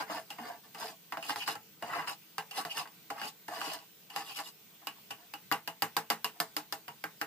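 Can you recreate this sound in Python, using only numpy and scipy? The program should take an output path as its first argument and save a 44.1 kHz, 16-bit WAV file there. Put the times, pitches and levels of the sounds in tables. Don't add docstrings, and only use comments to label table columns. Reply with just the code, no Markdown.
import sys
import numpy as np
from scipy import signal
from scipy.fft import rfft, irfft
from scipy.io import wavfile
from scipy.ndimage import uniform_filter1d

SR = 44100
rng = np.random.default_rng(int(sys.argv[2]) if len(sys.argv) > 2 else 0)


def transcribe(signal):
    frames = np.atleast_2d(signal).T
    limited = np.clip(frames, -1, 1)
    pcm = np.round(limited * 32767).astype(np.int16)
    wavfile.write(sys.argv[1], SR, pcm)


def elevation(decibels):
    levels = np.asarray(decibels, float)
    return 10 ** (levels / 20)


N = 320166

# (frequency [Hz], likeness [0 to 1, values below 0 count as 0])
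LIKENESS = [(60, -0.2), (240, 1), (950, 0.38), (3770, 0.084), (15000, -0.91)]
# (frequency [Hz], level [dB], time to fade by 60 dB [s])
THUD_TONES = [(110, -4.5, 0.1), (166, -8.5, 0.18), (223.2, -12.5, 0.22), (304, 4.5, 0.083), (441, -5, 0.16)]
BOWL_TONES = [(659, -7.5, 0.19), (704.3, 0.5, 0.093), (808.8, 6, 0.1), (863.4, -9.5, 0.2), (977, -7, 0.11)]
WALL_TONES = [(1125, 1, .11), (1340, -4, .09), (1600, -3, .09), (1750, -4, .08), (2000, -6, .08)]
BLADE_TONES = [(2570, -14, .07), (2720, -11, .08), (2860, 0, .1), (2990, -9, .07)]
EDGE_TONES = [(3330, -5, 0.04), (4460, -36, 0.02), (4920, 3, 0.03), (4692, 7.5, 0.03), (5146, 2, 0.034)]
GRIT_TONES = [(7400, -26, 0.0049), (11330, 19, 0.021), (14140, -12, .004)]
# (low edge [Hz], high edge [Hz], clatter over the tones [dB],
# crack over the tail [dB], time for the tail to fade by 60 dB [s], left-right likeness [0 to 1])
PARTS = [(150, 624, -1.5, -11, 0.2, 0.93), (512, 1176, -2.5, 7.5, 0.16, 0.91),
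         (1068, 2130, 2, 8.5, 0.17, 0.58), (2440, 3280, -1, 5, 0.16, 0.29),
         (3360, 5480, 1.9, 9.5, 0.15, 0.41), (5840, 16500, 11.5, 4.5, 0.15, 0.096)]


def evened(x):
    return x / np.sqrt(np.mean(x ** 2) + 1e-20)


def read(points, hz):
    f, value = np.transpose(points)
    return np.interp(np.log(hz + 1), np.log(f + 1), value)


def add(mix, s, sound):
    part = mix[:, round(s * SR):][:, :sound.shape[1]]
    part += sound[:, :part.shape[1]]


def paired(a, b, same):
    same = np.clip(same, 0, 1)
    return np.array([a, same * a + np.sqrt(1 - same ** 2) * b])


def kitchen(level_db=-55.5, patchy_db=-1.5, swell_db=-0.74):
    # (frequency [Hz], level [dB per Hz])
    air_colour = [(35, -45), (60, -21), (179, 0.5), (319, -17), (358, -50), (432, -3), (496, -14),
                  (671, -13), (1440, -16), (1550, -8), (1660, -21), (1820, -13), (2960, -10),
                  (11100, -17.5), (15400, -7.5)]
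    frames, hz = N // 256 + 5, np.fft.rfftfreq(1024, 1 / SR)
    a, b, c, d, patches = rng.standard_normal((frames, 513, 5)).T
    swell = evened(uniform_filter1d(patches[0], 30))
    patches = uniform_filter1d(patches, 14, 0)
    patches = evened(uniform_filter1d(patches, 12, 1))
    spectra = paired(a + 1j * b, c + 1j * d, read(LIKENESS, hz)[:, None])
    spectra = spectra * elevation(read(air_colour, hz)[:, None] + patchy_db * patches + swell_db * swell)
    noise = signal.istft(spectra, nperseg=1024, noverlap=768)[1][:, :N]
    return elevation(level_db) * evened(noise)


def whistle(hz, width):
    r = np.exp(-np.pi * width / SR)
    noise = paired(*rng.standard_normal((2, N)), read(LIKENESS, hz))
    resonance = [1, -2 * r * np.cos(2 * np.pi * hz / SR), r * r]
    return evened(signal.lfilter([1, 0, -1], resonance, noise))


def flame(roar_db=-78, waver_db=4.5, waver_s=0.11):
    # (frequency [Hz], width [Hz], level [dB])
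    gas_tones = [(320.7, 13, -76), (14000, 40, -75), (14465, 40, -68), (14680, 45, -90), (15200, 60, -68)]
    size = round(waver_s * SR)
    waver = uniform_filter1d(rng.standard_normal(N), size)
    waver = evened(uniform_filter1d(waver, size))
    roar = elevation(roar_db + waver_db * waver) * whistle(175, 28)
    return roar + sum(elevation(db) * whistle(hz, width) for hz, width, db in gas_tones)


def answer(modes, part, centre_hz, damping=1, focus_db=13.0, spread_db=4.5, crack_t60=0.0064):
    # (frequency [Hz], level [dB per Hz])
    clatter_colour = [(47, -58), (80, -13), (287, -14), (365, -19), (436, -8.5), (633, -16), (807, 0),
                      (1250, -9), (1780, -9), (2270, -9.5), (2890, -7.5), (3300, -20), (4900, -20.5),
                      (6820, -21), (15400, -26)]
    lo_hz, hi_hz, clatter_db, crack_db, t60, same = part
    t = np.arange(6000) / SR
    hz, db, decay = np.transpose(modes)[:, :, None]
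    weight, detune, turn = rng.standard_normal((len(modes), 3)).T[:, :, None]
    db = db + focus_db * np.exp(-(np.log2(hz / centre_hz) / 0.18) ** 2)
    rise = 1 - np.exp(-t * hz / 4.0)
    height = elevation(db + spread_db * weight - 60 * damping * t / decay) * rise
    phase = 2 * np.pi * hz * (1 + 0.0093 * detune) * t
    shift = turn * (1 - same) * 3.63
    rings = np.array([(height * np.sin(phase + side * shift)).sum(0) for side in (-1, 1)])

    noise = paired(*rng.standard_normal((2, len(t))), same)
    noise = irfft(rfft(noise) * elevation(read(clatter_colour, np.fft.rfftfreq(len(t), 1 / SR))))
    tail = elevation(-60 * damping * t / t60)
    crack = elevation(crack_db - 60 * t / crack_t60)
    band = signal.butter(3, [lo_hz, hi_hz], "bandpass", fs=SR, output="sos")
    clatter = signal.sosfilt(band, noise * (tail + crack))
    both = evened(rings) + elevation(clatter_db) * evened(clatter)
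    both[1] = np.roll(both[1], 2)
    return evened(both) / np.sqrt(len(t))


def shares(thud_db, centre_hz, blade_db, fall_db=5.0):
    # (frequency [Hz], level [dB])
    pan_zones = [(800, -6.5), (1500, -4)]
    pan_db = [db - fall_db * np.log2(centre_hz / hz) ** 2 for hz, db in pan_zones]
    return [thud_db] + pan_db + list(blade_db)


def spots(centre_hz, count=5, damping=1.55):
    tones = (THUD_TONES, BOWL_TONES, WALL_TONES, BLADE_TONES, EDGE_TONES, GRIT_TONES)
    return [[answer(modes, part, centre_hz, damping, spread_db=3.0) for _ in range(count)]
            for modes, part in zip(tones, PARTS)]


def stroke(row, replies, centre_hz, ring_db, slips_per_s=1900, size_db=3.0, judder_db=2.6, turns_per_s=5.74):
    peak, rise, fall, bowl_db, edge_db = row
    t = np.arange(max(-1.3 * rise, -peak), 1.3 * fall, 1 / SR)
    under_db = 21.5 * np.where(t < 0, -t / rise, t / fall) ** 1.79
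    blade_db = [db + 0.12 * under_db for db in (ring_db + 0.47 * edge_db, edge_db, edge_db - 1.5)]

    draw, size, sign = rng.random((8000, 3))[np.arange(len(t)) % 8000].T
    slips = (draw < slips_per_s / SR) * elevation(-size_db * np.log(size + .01)) * np.sign(sign - .5)
    slips = slips / np.sqrt(uniform_filter1d(slips ** 2, 700) + 1e-9)
    out = 0
    for part, db in zip(replies, shares(-18, centre_hz, blade_db)):
        judder = uniform_filter1d(rng.standard_normal(16000), 200)
        judder = evened(uniform_filter1d(judder, 200))[:len(t)]
        force = evened(slips * elevation(judder_db * np.resize(judder, len(t))))
        force = force * elevation(bowl_db - under_db + db)
        turn = 2 * np.pi * (turns_per_s * t + rng.random())
        for share, spot in zip((np.cos(turn), np.sin(turn)), rng.permutation(len(part))):
            out = out + signal.fftconvolve((force * share)[None], part[spot], axes=1)
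    return peak + t[0], elevation(3.0) * out


def blow(peak_db, ring_db, edge_db, centre_hz, knock_db, thud_db, grit_db, spark_db, energy_db=22, knock_hz=1500):
    spark_part = (11400, 15700, 39, 12, 0.12, 0.07)
    grit_level = edge_db + grit_db
    levels = shares(thud_db, centre_hz, (ring_db, edge_db, grit_level, grit_level + spark_db))
    tones = (THUD_TONES, BOWL_TONES, WALL_TONES, BLADE_TONES, EDGE_TONES, GRIT_TONES, GRIT_TONES)
    sets = zip(tones, PARTS + [spark_part], levels)
    rings = sum(elevation(db + energy_db) * answer(modes, part, centre_hz) for modes, part, db in sets)
    u = np.arange(rings.shape[1]) / SR * knock_hz
    knock = -np.sin(2 * np.pi * u) * 4 * u * np.exp(-1.9 * u)
    return elevation(peak_db) * (rings + elevation(knock_db) * np.array([knock, np.roll(knock, 2)]))


def touch(row, size=256):
    burst = rng.standard_normal(size) * np.hanning(size)
    contacts = irfft(np.exp(1j * np.angle(rfft(burst))), size)
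    tap = blow(*row, knock_db=-20.5, thud_db=-15, grit_db=1.3, spark_db=-14)
    return signal.fftconvolve(tap, contacts[None], axes=1)


def lump(db, hz, rise_s=0.013, t60=0.15):
    t = np.arange(8000) / SR
    height = (1 - np.exp(-t / rise_s)) * elevation(db + 9.5 - 60 * t / t60)
    swell = height * np.sin(2 * np.pi * hz * t)
    return np.array([swell, swell])


def scene():
    # (peak time [s],
    # rise [s], fall [s], pan bowl level [dB], blade edge above the bowl [dB])
    near = [(0.115, 0.029, 0.055, -37, -13), (0.16, 0.044, 0.063, -37, -14.5),
            (0.47, .11, 0.11, -40.5, -18), (0.645, 0.026, 0.084, -58.5, -13), (0.82, .06, 0.061, -38, -11),
            (0.875, 0.048, 0.06, -42.5, -8.5), (1.86, 0.044, 0.21, -49, -13),
            (2.662, 0.014, 0.023, -42, -11), (3.52, .04, 0.17, -40.5, -19), (3.55, .03, 0.06, -46.5, -5.5),
            (3.74, 0.066, 0.028, -43, -6), (5.2, 0.047, 0.081, -58, -12), (6.361, 0.032, .04, -58, -30)]
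    centre = [(0.006, 0.058, 0.038, -33, -16.5), (0.076, 0.028, 0.046, -47, -24),
              (0.315, 0.021, 0.039, -46.5, -13), (0.752, .009, 0.093, -48, -21),
              (1.26, 0.061, 0.089, -50, -2), (1.3, 0.024, 0.05, -35, -9.5), (1.372, .012, .04, -50.5, 1.5),
              (2.586, 0.055, 0.052, -36.5, -8.5), (2.78, .045, 0.068, -37, -8),
              (3.23, 0.11, 0.078, -41, -16), (3.28, 0.035, 0.026, -52.5, 1.5),
              (4.188, 0.076, 0.071, -41, -10.5)]
    far = [(1.482, .025, 0.065, -36, -7), (1.96, .12, 0.12, -35, -19), (2.09, 0.028, 0.056, -41.5, -4.5),
           (3.66, 0.15, 0.16, -42.5, -7.5), (4.27, .04, 0.051, -52.5, -1.5),
           (4.397, 0.052, 0.038, -41.5, -9), (4.48, .06, 0.023, -54, 3), (4.824, 0.026, 0.051, -60, -27),
           (4.974, 0.03, 0.026, -58.5, -30)]
    singing = [(1.418, 0.036, .035, -45, -3), (2.53, 0.025, 0.041, -51, -18),
               (2.711, .03, 0.044, -48.5, -3), (4.305, .035, 0.045, -50, -3.5), (3.25, .05, .05, -54, 3),
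               (3.66, .05, 0.073, -51.5, 1.5), (4.11, .012, .05, -65, -12), (4.37, .03, 0.027, -55, 7.5)]
    # (centre of the bowl's tone [Hz], blade ring above the bowl [dB])
    places = [
        (695, -12.5),
        (840, -8.5),
        (1026, -5.5),
        (860, 5),
    ]
    # (time [s], bowl peak level [dB], blade ring above it [dB],
    # edge above it [dB], centre of the bowl's tone [Hz])
    touches = [(0.097, -24.5, -20, -34, 650), (0.303, -37.5, 0.5, -5.5, 790), (0.385, -29, -17, -27, 700),
               (0.746, -36, -11, -14.5, 810), (1.226, -40.5, 6.5, -6.5, 1150),
               (1.553, -32, -18, -15.5, 860), (1.823, -24, -16, -22, 675), (2.51, -40.5, 2.5, -4.5, 805),
               (2.574, -30.5, -10, -8, 816), (3.102, -23.5, -19.5, -19.5, 685),
               (3.481, -28, -20, -17.5, 780), (4.1, -42.5, -1, -8.5, 950), (5.106, -32, -3, -9.5, 980)]
    blows = [
        (1.121, -25.5, -16.5, -17, 920),
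        (1.293, -25.5, -14, -13, 815),
        (1.476, -25.5, -19, -9.5, 1500),
        (1.481, -25.5, -10, -21, 820),
        (2.072, -28.5, -6.5, -16, 1150),
        (2.38, -23.5, -12, -12.5, 885),
        (2.854, -38.5, -21, -26, 1100),
        (2.873, -47.5, -7, -7, 969),
        (4.16, -24.5, -11, -10, 830),
        (4.387, -32.5, -14, -9, 1060),
    ]
    ticks = [(1.17, -23.5, -19, -20.5, 670), (1.358, -24, -21, -13, 780), (2.649, -25, -19, -13.5, 695),
             (2.772, -29.5, -0.5, -16, 799), (3.214, -28, -10, -13, 870), (3.613, -27, -5.5, -13, 1080)]
    chops = [(4.869, -30, -2.5, -6.5, 1200), (5.336, -32, -6.5, -10, 840), (5.513, -16, -24, -19, 1130),
             (5.522, -26, -2, -4.5, 970), (5.674, -27, -7.5, -9, 880), (5.82, -18, -12, -9, 860),
             (5.965, -18, -20, -9, 880), (6.1, -17.5, -12.5, -8.5, 970), (6.243, -24, -4.5, -5, 1010),
             (6.4, -21, -33, -6, 1065), (6.564, -25, -13, -5, 1200), (6.723, -27, -14.5, -5, 900),
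             (6.879, -32.5, -9, -14, 999), (7.038, -24.5, -21, -15.5, 1620), (7.212, -22, -15.5, -13, 1540)]
    # (time [s], level [dB], frequency [Hz])
    lumps = [(0.402, -45.5, 236), (0.842, -46.5, 441), (2.38, -53.5, 166), (2.65, -54.5, 166),
             (2.782, -56, 150), (3.099, -60, 304), (5.518, -58, 135), (5.819, -50, 110), (6.402, -57, 304),
             (6.566, -47, 304), (6.882, -58, 138)]

    mix = kitchen() + flame()
    shift_s = .0015
    for rows, place in zip((near, centre, far, singing), places):
        replies = spots(place[0])
        for row in rows:
            add(mix, *stroke(row, replies, *place))
    for s, *row in touches:
        add(mix, s - shift_s, touch(row))
    for s, *row in lumps:
        add(mix, s, lump(*row))
    for s, *row in blows:
        add(mix, s + shift_s, blow(*row, knock_db=-8, thud_db=-19, grit_db=-2.2, spark_db=-6))
    for s, *row in ticks:
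        add(mix, s + shift_s, blow(*row, knock_db=-0.5, thud_db=-18, grit_db=-4.0, spark_db=-3, energy_db=20))
    for s, *row in chops:
        add(mix, s + shift_s, blow(*row, knock_db=-3.0, thud_db=-15, grit_db=-2.5, spark_db=0.5))
    return mix


def low_pass(x):
    return signal.sosfilt(signal.butter(12, 16650, fs=SR, output="sos"), x)


def record(dry):
    # (frequency [Hz], level [dB])
    response = [(0, -12), (60, -7), (135, 0), (9300, 0), (10000, -5), (10700, 0), (15350, 0), (15600, -32),
                (22050, -40)]
    hz, db = np.transpose(response)
    colour = signal.firwin2(2047, hz, elevation(db), fs=SR)
    ports = dry * elevation([[-.2], [.2]])
    heard = signal.oaconvolve(ports, colour[None], "same", axes=1)
    return low_pass(heard)


dry = scene()
out = record(dry)
transcribe(out)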